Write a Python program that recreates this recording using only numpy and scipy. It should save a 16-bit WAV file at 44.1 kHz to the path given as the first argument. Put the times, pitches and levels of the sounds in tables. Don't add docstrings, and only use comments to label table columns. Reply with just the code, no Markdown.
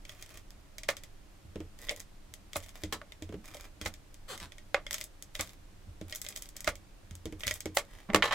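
import sys
import numpy as np
from scipy import signal
from scipy.fft import rfft, irfft
from scipy.io import wavfile
from scipy.ndimage import uniform_filter1d

SR = 44100
rng = np.random.default_rng(int(sys.argv[2]) if len(sys.argv) > 2 else 0)


def dump(signal):
    limited = np.clip(np.atleast_2d(signal).T, -1, 1)
    pcm = np.round(limited * 32767).astype(np.int16)
    wavfile.write(sys.argv[1], SR, pcm)


N = 367838
SIZE = 24576
HZ = np.fft.rfftfreq(SIZE, 1 / SR)
T = np.arange(SIZE) / SR

# lower f/Hz, upper f/Hz
BANDS = [(300, 1200), (1200, 4500), (4500, 16000)]
# f/Hz, width/Hz, height/dB
GEAR_MODES = [(610, 65, 11.5), (1980, 190, 13.5), (2390, 100, 10), (3197, 134, 9.5), (3594, 110, 8.5),
              (5100, 230, 5), (6510, 770, 5), (7970, 110, 9), (11950, 4500, 4.5)]
# t/s, weight/dB, tilt per band/dB, click of the tip/dB
PRESSES = [(1.45, -42.5, -13, -83), (1.558, -39, 1.5, -58), (1.604, -38, -1, -57),
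           (2.836, -33.5, -2.5, -40.5), (2.926, -43, 2, -45), (3.223, -36, -4.5, -48.5),
           (3.292, -40.5, -1.5, -63), (3.325, -47, 2.5, -62), (3.342, -38.5, 1, -65),
           (3.814, -39.5, -3, -43), (4.419, -42.5, -9, -62), (5.872, -39, -15, -75),
           (6.013, -37, -2, -54.5), (7.11, -36, -12.5, -54.5), (7.256, -37, 0.5, -46),
           (7.325, -39, -2, -55), (7.465, -35, -10.5, -51), (7.657, -37, 2.5, -43), (8.147, -30.5, 5, -60),
           (8.166, -33.5, 0.5, -60)]
# start t/s, end t/s, crackle/dB, treble re crackle/dB, ratchet/dB
STROKES = [(0.061, 0.419, -63, -4, -64), (1.777, 2.028, -58.5, -4, -57.5), (2.521, 2.716, -64, -1, -61.5),
           (2.739, 2.827, -59.5, -3, -68), (3.441, 3.687, -59, -4.5, -58), (3.806, 3.906, -58.5, -7, -56),
           (4.899, 5.059, -59.5, 4, -43.5), (5.336, 5.534, -62.5, 1, -63),
           (6.081, 6.473, -63.5, 1.5, -51.5), (6.554, 6.688, -60.5, -14, -61), (7.387, 7.58, -58, 2, -48),
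           (7.746, 7.774, -58, 10.5, -65), (7.88, 8.058, -62.5, -7.5, -77)]
# t/s, mid level/dB, low re mid/dB, treble re mid/dB, rattle/s, desk recoil/dB, spool tick/dB
SNAPS = [(0.8883, -27, -1, -8.5, 0.0048, -49, -48), (2.5574, -36, 3.5, -7, 0.008, -38, -58.5),
         (3.8597, -34.5, -2.5, -6, 0.007, -38.5, -53.5), (5.3943, -34.5, -2.5, -8, 0.017, -37, -58.5),
         (6.6754, -26.5, -0.5, -9, 0.0055, -37, -54), (7.771, -25.5, 0.5, -5.5, 0.0028, -57, -68)]


def amp(db):
    return 10 ** (np.asarray(db) / 20)


def unit(x):
    return x / np.sqrt(np.sum(np.atleast_2d(x) ** 2, axis=1).mean() + 1e-20)


def curve(points, hz):
    f, value = np.transpose(points)
    return np.interp(np.log(hz + 1), np.log(f + 1), value)


def add(mix, t, sound):
    part = mix[:, max(0, round(t * SR)):][:, :sound.shape[1]]
    part += sound[:, :part.shape[1]]


def waveform(spectrum):
    return irfft(spectrum) * np.minimum(10 * (1 - T / T[-1]), 1)


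def minimum_phase(db):
    log_gain = np.log(amp(np.r_[db, db[-2:0:-1]]))
    return np.exp(np.conj(signal.hilbert(log_gain)))[:len(db)]


def body(colour, modes):
    peaks = sum(amp(db) ** 2 / (1 + (2 * (HZ - hz) / width) ** 2) for hz, width, db in modes)
    return minimum_phase(curve(colour, HZ) + 10 * np.log10(1 + peaks))


def stereo(spectra, coherence, hz):
    # f/Hz, right re left/dB
    balance = [(100, 1.8), (600, 0.9), (1200, 1.4), (2300, 2.5), (4500, -0.2), (14000, 0)]
    alike = np.clip(curve(coherence, hz), -1, 1)
    mid, side = spectra[0] * np.sqrt((1 + alike) / 2), spectra[1] * np.sqrt((1 - alike) / 2)
    lean = amp(curve(balance, hz) / 2)
    return np.array([(mid + side) / lean, (mid - side) * lean])


def equalise(spectrum, bands, levels_db, seconds):
    centres = np.sqrt(np.prod(bands, axis=1))
    for _ in range(2):
        power = abs(spectrum.mean(0)) ** 2 * 2 / (SIZE * SR * seconds)
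        band_power = np.array([power[(HZ > lo) & (HZ < hi)].sum() for lo, hi in bands])
        change_db = levels_db - 10 * np.log10(band_power + 1e-20)
        top_db = change_db[-1] + 0.55 * min(change_db[-1] - change_db[-2], 1)
        tilt = np.c_[np.r_[centres, 2 * centres[-1]], np.r_[change_db, top_db]]
        spectrum = spectrum * minimum_phase(curve(tilt, HZ))
    return waveform(spectrum)


def room_noise():
    # f/Hz, relative density/dB
    density = [(8.8, -42), (15, -0.5), (32, -2.5), (49, -14.5), (101, -14.5), (157, -25), (204, -19),
               (237, -32.5), (282, -22), (479, -32.5), (523, -29), (968, -33.5), (7770, -43.5),
               (15300, -51.5), (16700, -75)]
    # f/Hz, coherence
    coherence = [(50, 0.95), (300, 0.46), (1000, 0.17), (3000, 0.18), (12000, 0.088)]
    hz = np.fft.rfftfreq(N, 1 / SR)
    white = stereo(rfft(rng.standard_normal((2, N))), coherence, hz)
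    return amp(-52.5) * np.sqrt(N) * unit(irfft(white * amp(curve(density, hz)), N))


def room_tails(count=12):
    # f/Hz, T60/s
    t60 = [(100, 0.35), (500, 0.16), (2000, 0.13), (6000, 0.12), (15000, 0.088)]
    hz, t, noise = signal.stft(rng.standard_normal((count, 2, SIZE)), SR, nperseg=256)
    decay = amp(-60 * t / curve(t60, hz)[:, None])
    tails = signal.istft(noise * decay, SR, nperseg=256)[1][..., :SIZE]
    return [unit(tail * (1 - np.exp(-T / 0.0019))) for tail in tails]


def contact(tails, ring_s, room_db, crack):
    # f/Hz, coherence
    coherence = [(100, 0.98), (600, 0.98), (1200, 0.86), (2200, 0.61), (4500, 0.39), (8000, 0.46),
                 (14000, 0.35)]
    edge_noise, ring_noise = rng.standard_normal((2, 2, SIZE))
    edge = unit(edge_noise * np.exp(-T / 0.00083))
    edge[0] = T == 0
    direct = unit(crack * edge + unit(ring_noise * np.exp(-T / ring_s)))
    reverberant = amp(room_db) * tails[rng.integers(len(tails))]
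    return stereo(rfft(direct + reverberant), coherence, HZ)


def impacts(rows, modes, tails, room_db, crack_s):
    # f/Hz, gain/dB
    colour = [(60, -9.5), (250, -15.5), (450, -9), (2200, 3.5), (3000, -5), (5000, -6.5), (7500, -10.5),
              (9000, -16.5), (16000, -25)]
    out, plastic = np.zeros((2, N)), body(colour, modes)
    for t, *levels_db, rattle_s in rows:
        spectrum = plastic * contact(tails, rattle_s, room_db, crack=crack_s / rattle_s)
        add(out, t, equalise(spectrum, BANDS, np.array(levels_db), seconds=0.011))
    return out


def slip_train(rates, jitter, spread_db):
    waver = 10 * uniform_filter1d(rng.standard_normal(SIZE), 100)
    cycles = np.cumsum(rates * np.exp(jitter * waver)) / SR
    sizes = amp(spread_db * np.minimum(rng.exponential(1, SIZE), 4))
    return unit(np.diff(np.floor(cycles), prepend=0) * sizes)


def hand_force(start, end, exponent):
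    along = np.minimum(T / (end - start), 1)
    return along, abs(np.sin(np.pi * along)) ** exponent


def mat_creaks(tails):
    # start t/s, end t/s, first slip rate/Hz, last slip rate/Hz, level/dB, cut-off f/Hz
    drags = [(4.279, 4.363, 715, 256, -43.5, 7000), (4.397, 4.467, 217, 112, -48.5, 7000),
             (8.085, 8.111, 175, 235, -35, 255), (8.129, 8.143, 220, 380, -37, 300)]
    # f/Hz, gain/dB
    colour = [(60, -13.5), (200, 1.5), (600, -4), (1250, 1), (2400, -8), (3700, -1), (5500, -8.5),
              (8000, -5.5), (12000, -10.5), (16000, -14)]
    out, mat = np.zeros((2, N)), minimum_phase(curve(colour, HZ))
    for start, end, first_rate, last_rate, level_db, soft_hz in drags:
        along, force = hand_force(start, end, exponent=0.67)
        slips = slip_train(first_rate * (last_rate / first_rate) ** along, jitter=0.054, spread_db=2)
        drive = (slips + 0.53 * unit(rng.standard_normal(SIZE))) * force
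        softness = 1 / (1 + 1j * HZ / soft_hz) / (1 + 1j * HZ / (4 * soft_hz))
        response = mat * softness * contact(tails, ring_s=0.0025, room_db=-4.5, crack=0.83)
        creak = unit(waveform(rfft(drive) * response))
        add(out, start, amp(level_db) * np.sqrt((end - start) * SR) * creak)
    return out


def tool_clatter(tails):
    # t/s, low/dB, mid/dB, treble/dB, rattle/s
    collisions = [(2.9245, -38.5, -38, -40, 0.013), (8.2234, -32.5, -22.5, -42, 0.0071),
                  (8.2395, -28, -37, -43, 0.008), (8.2538, -37, -35, -44, 0.0086),
                  (8.275, -39, -38.5, -50, 0.035), (8.3099, -31.5, -34, -51, 0.0054),
                  (8.3232, -33, -30, -42, 0.02)]
    # f/Hz, width/Hz, height/dB
    modes = [(469, 40, 10), (580, 29, 12), (847, 22, 12), (1095, 170, 11.5), (1300, 28, 9), (1768, 35, 12),
             (1970, 55, 8), (2210, 40, 5), (2890, 60, 8), (3160, 230, 11.5), (3930, 310, 10),
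             (4970, 39, -8)]
    return amp(2) * impacts(collisions, modes, tails, room_db=-2.5, crack_s=0.0014)


def desk_thumps(tails):
    # f/Hz, gain/dB
    colour = [(20, -15), (60, 12.5), (130, 2), (450, -3), (750, -19), (1300, -24), (3000, -26.5),
              (8000, -51.5)]
    # f/Hz, width/Hz, height/dB
    modes = [(87.8, 6.8, 24), (202.5, 41, 22.8), (310, 19.3, 23), (424, 18, 10.8), (494, 64, 6.4),
             (614, 30, 6.3)]
    # lower f/Hz, upper f/Hz
    bands = [(60, 130), (130, 380), (380, 1200)]
    out, desk = np.zeros((2, N)), body(colour, modes)
    recoils = [(t, recoil_db, -5.5) for t, *_, recoil_db, _ in SNAPS]
    for t, weight_db, tilt_db, *_ in list(PRESSES) + recoils:
        spectrum = desk * contact(tails, ring_s=0.0095, room_db=-8.5, crack=0.59)
        add(out, t, equalise(spectrum, bands, weight_db + tilt_db * np.arange(3), seconds=0.0082))
    return amp(-1) * out


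def roller_crackle(tails, threads_per_s=1100, slowing=0.45):
    # f/Hz, gain/dB
    colour = [(60, -18), (300, 8.5), (1200, -1), (2000, -13), (4000, -12), (7500, -15), (11000, -16),
              (16000, -15)]
    out, card = np.zeros((2, N)), body(colour, GEAR_MODES)
    for start, end, db, bright_db, _ in STROKES:
        along, force = hand_force(start, end, exponent=0.17)
        crackle = slip_train(threads_per_s * (1 - slowing * along), jitter=0.45, spread_db=9.5)
        drive = (crackle + 0.35 * unit(rng.standard_normal(SIZE))) * force
        spectrum = card * rfft(drive) * contact(tails, ring_s=0.004, room_db=-3.5, crack=1.13)
        add(out, start, equalise(spectrum, BANDS, db + np.array([-4.5, 0, bright_db]), end - start))
    return out


def spool_ring(uneven_db=4, detune=0.027):
    # f/Hz, relative level/dB, T60/s
    modes = [(596.5, -8, 0.09), (1963, -11.5, 0.054), (2174, -3.5, 0.036), (3244, -4.5, 0.029),
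             (3547, -2, 0.015)]
    draws = rng.standard_normal((len(modes), 2))
    partials = [amp(db + uneven_db * share - 60 * T / t60)
                * np.sin(2 * np.pi * hz * (1 + detune * grip) * T)
                for (share, grip), (hz, db, t60) in zip(draws, modes)]
    return rfft(unit(sum(partials)))


def ratchet_teeth(teeth_per_s=34, jitter=0.3, spread_db=4.5):
    rows = []
    for start, end, _, _, tooth_db in STROKES:
        for tooth, (late, strong, bright) in enumerate(rng.standard_normal((24, 3))):
            t = start + (tooth + 0.5 + jitter * late) / teeth_per_s
            if start < t < end:
                force = np.sin(np.pi * (t - start) / (end - start))
                db = tooth_db + spread_db * strong + 10 * np.log10(force)
                rows.append((t, db, db + 1 + spread_db * bright))
    return rows


def mechanism_ticks(tails, settle_s=0.08):
    # t/s, mid/dB, treble/dB
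    clicks = [(0.0519, -51, -55.5), (0.0944, -46, -50.5), (0.225, -50, -46.5), (0.374, -54.5, -52),
              (0.5062, -60.5, -56.5), (0.7831, -46.5, -44.5), (0.8342, -45.5, -47.5),
              (1.0362, -51.5, -50.5), (1.8869, -39, -60), (1.894, -32.5, -38.5), (2.0024, -53, -44.5),
              (2.3389, -50, -46.5), (2.5323, -44.5, -47), (2.5669, -67, -36.5), (3.1212, -49.5, -57),
              (4.1433, -61, -55), (4.3771, -50, -49.5), (4.401, -48.5, -50), (4.5209, -50, -57),
              (4.5827, -52, -56.5), (4.8663, -39.5, -50), (4.9097, -38, -39), (4.943, -38.5, -35),
              (5.0123, -42, -40), (5.0409, -69, -45.5), (5.2245, -52.5, -45), (5.3527, -39, -43.5),
              (5.4095, -40, -34), (6.1252, -38.5, -43.5), (6.1586, -51, -39), (6.2165, -51, -39),
              (6.2876, -49, -40), (6.3618, -46, -41), (6.3739, -52, -44), (6.4223, -53, -44.5),
              (6.4896, -61, -51.5), (6.5672, -50.5, -43), (6.6448, -44.5, -43), (7.1532, -60, -49.5),
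              (7.407, -48, -52.5), (7.4345, -35.5, -58), (7.469, -38.5, -35.5), (7.4789, -31, -33.5),
              (7.5105, -31, -35.5), (7.5402, -57, -41), (7.6055, -48.5, -41)]
    tip_clicks = [(t, db, db - 2) for t, *_, db in PRESSES]
    settling = [(t + settle_s, db, db + 1.5) for t, *_, db in SNAPS]
    out, gears = np.zeros((2, N)), None
    # f/Hz, gain/dB
    colour = [(60, -37), (300, -43.5), (1200, -6.5), (2000, -7.5), (4000, -0.5), (7500, -1), (9000, -6.5),
              (16000, -11.5)]
    gears = body(colour, GEAR_MODES)
    for t, mid_db, treble_db in list(clicks) + tip_clicks + settling + ratchet_teeth():
        click = gears * contact(tails, ring_s=0.0015, room_db=-6, crack=0.8)
        ring = spool_ring() * contact(tails, ring_s=0.00022, room_db=-12.5, crack=1.53)
        ring_db = 1 + 0.58 * np.clip(mid_db - treble_db - 13, -20, 5)
        levels_db = np.array([mid_db - 11, mid_db, treble_db])
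        add(out, t, equalise(click + amp(ring_db) * ring, BANDS, levels_db, seconds=0.0082))
    return out


def shell_knocks(tails, yield_s=0.0035, rebound_s=0.012):
    # t/s, low level/dB
    groans = [(1.9096, -37.5), (3.547, -45)]
    # t/s, low and mid level/dB, treble re mid/dB, rattle/s
    landings = [(3.016, -47.5, -18, 0.0023), (4.7445, -24.5, -17, 0.0028), (8.101, -40, -24, 0.003),
                (8.1346, -39.5, -13, 0.0018), (8.146, -22, -7, 0.0035), (8.1595, -28.5, -7, 0.0039)]
    # f/Hz, width/Hz, height/dB
    modes = [(311, 20, 13), (547, 27, -2), (577.4, 72, 25), (830, 61, 10), (1132, 34, 12.5),
             (1230, 130, 11), (1453, 25, 8), (1803, 49, 9), (2092, 144, 8), (2460, 62, 3), (3330, 850, 5.5),
             (4110, 95, -6)]
    # t/s, low/dB, mid/dB, treble/dB, rattle/s
    blows = [(t, db, db - 28, db - 8, 0.01) for t, db in groans]
    blows += [(t, db, db, db + bright_db, rattle_s) for t, db, bright_db, rattle_s in landings]
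    for t, db, low_db, bright_db, rattle_s, *_ in SNAPS:
        levels_db = db + np.array([low_db, 0, bright_db])
        blows += [(t - yield_s, *(levels_db + (-23, -18.5, -9.5)), 0.0051),
                  (t, *levels_db, rattle_s),
                  (t + rebound_s, *(levels_db + (-15, -13, -5.5)), 0.011)]
    return amp(-0.5) * impacts(blows, modes, tails, room_db=-10, crack_s=0.0012)


def scene():
    tails = room_tails()
    knocks = shell_knocks(tails) + tool_clatter(tails) + desk_thumps(tails)
    friction = roller_crackle(tails) + mat_creaks(tails)
    return knocks + friction + room_noise() + mechanism_ticks(tails)


def record(dry):
    low_pass = signal.firwin(255, 16100, window=("kaiser", 8), fs=SR)
    return signal.oaconvolve(dry, low_pass[None], "same", axes=1)


dry = scene()
out = record(dry)
dump(out)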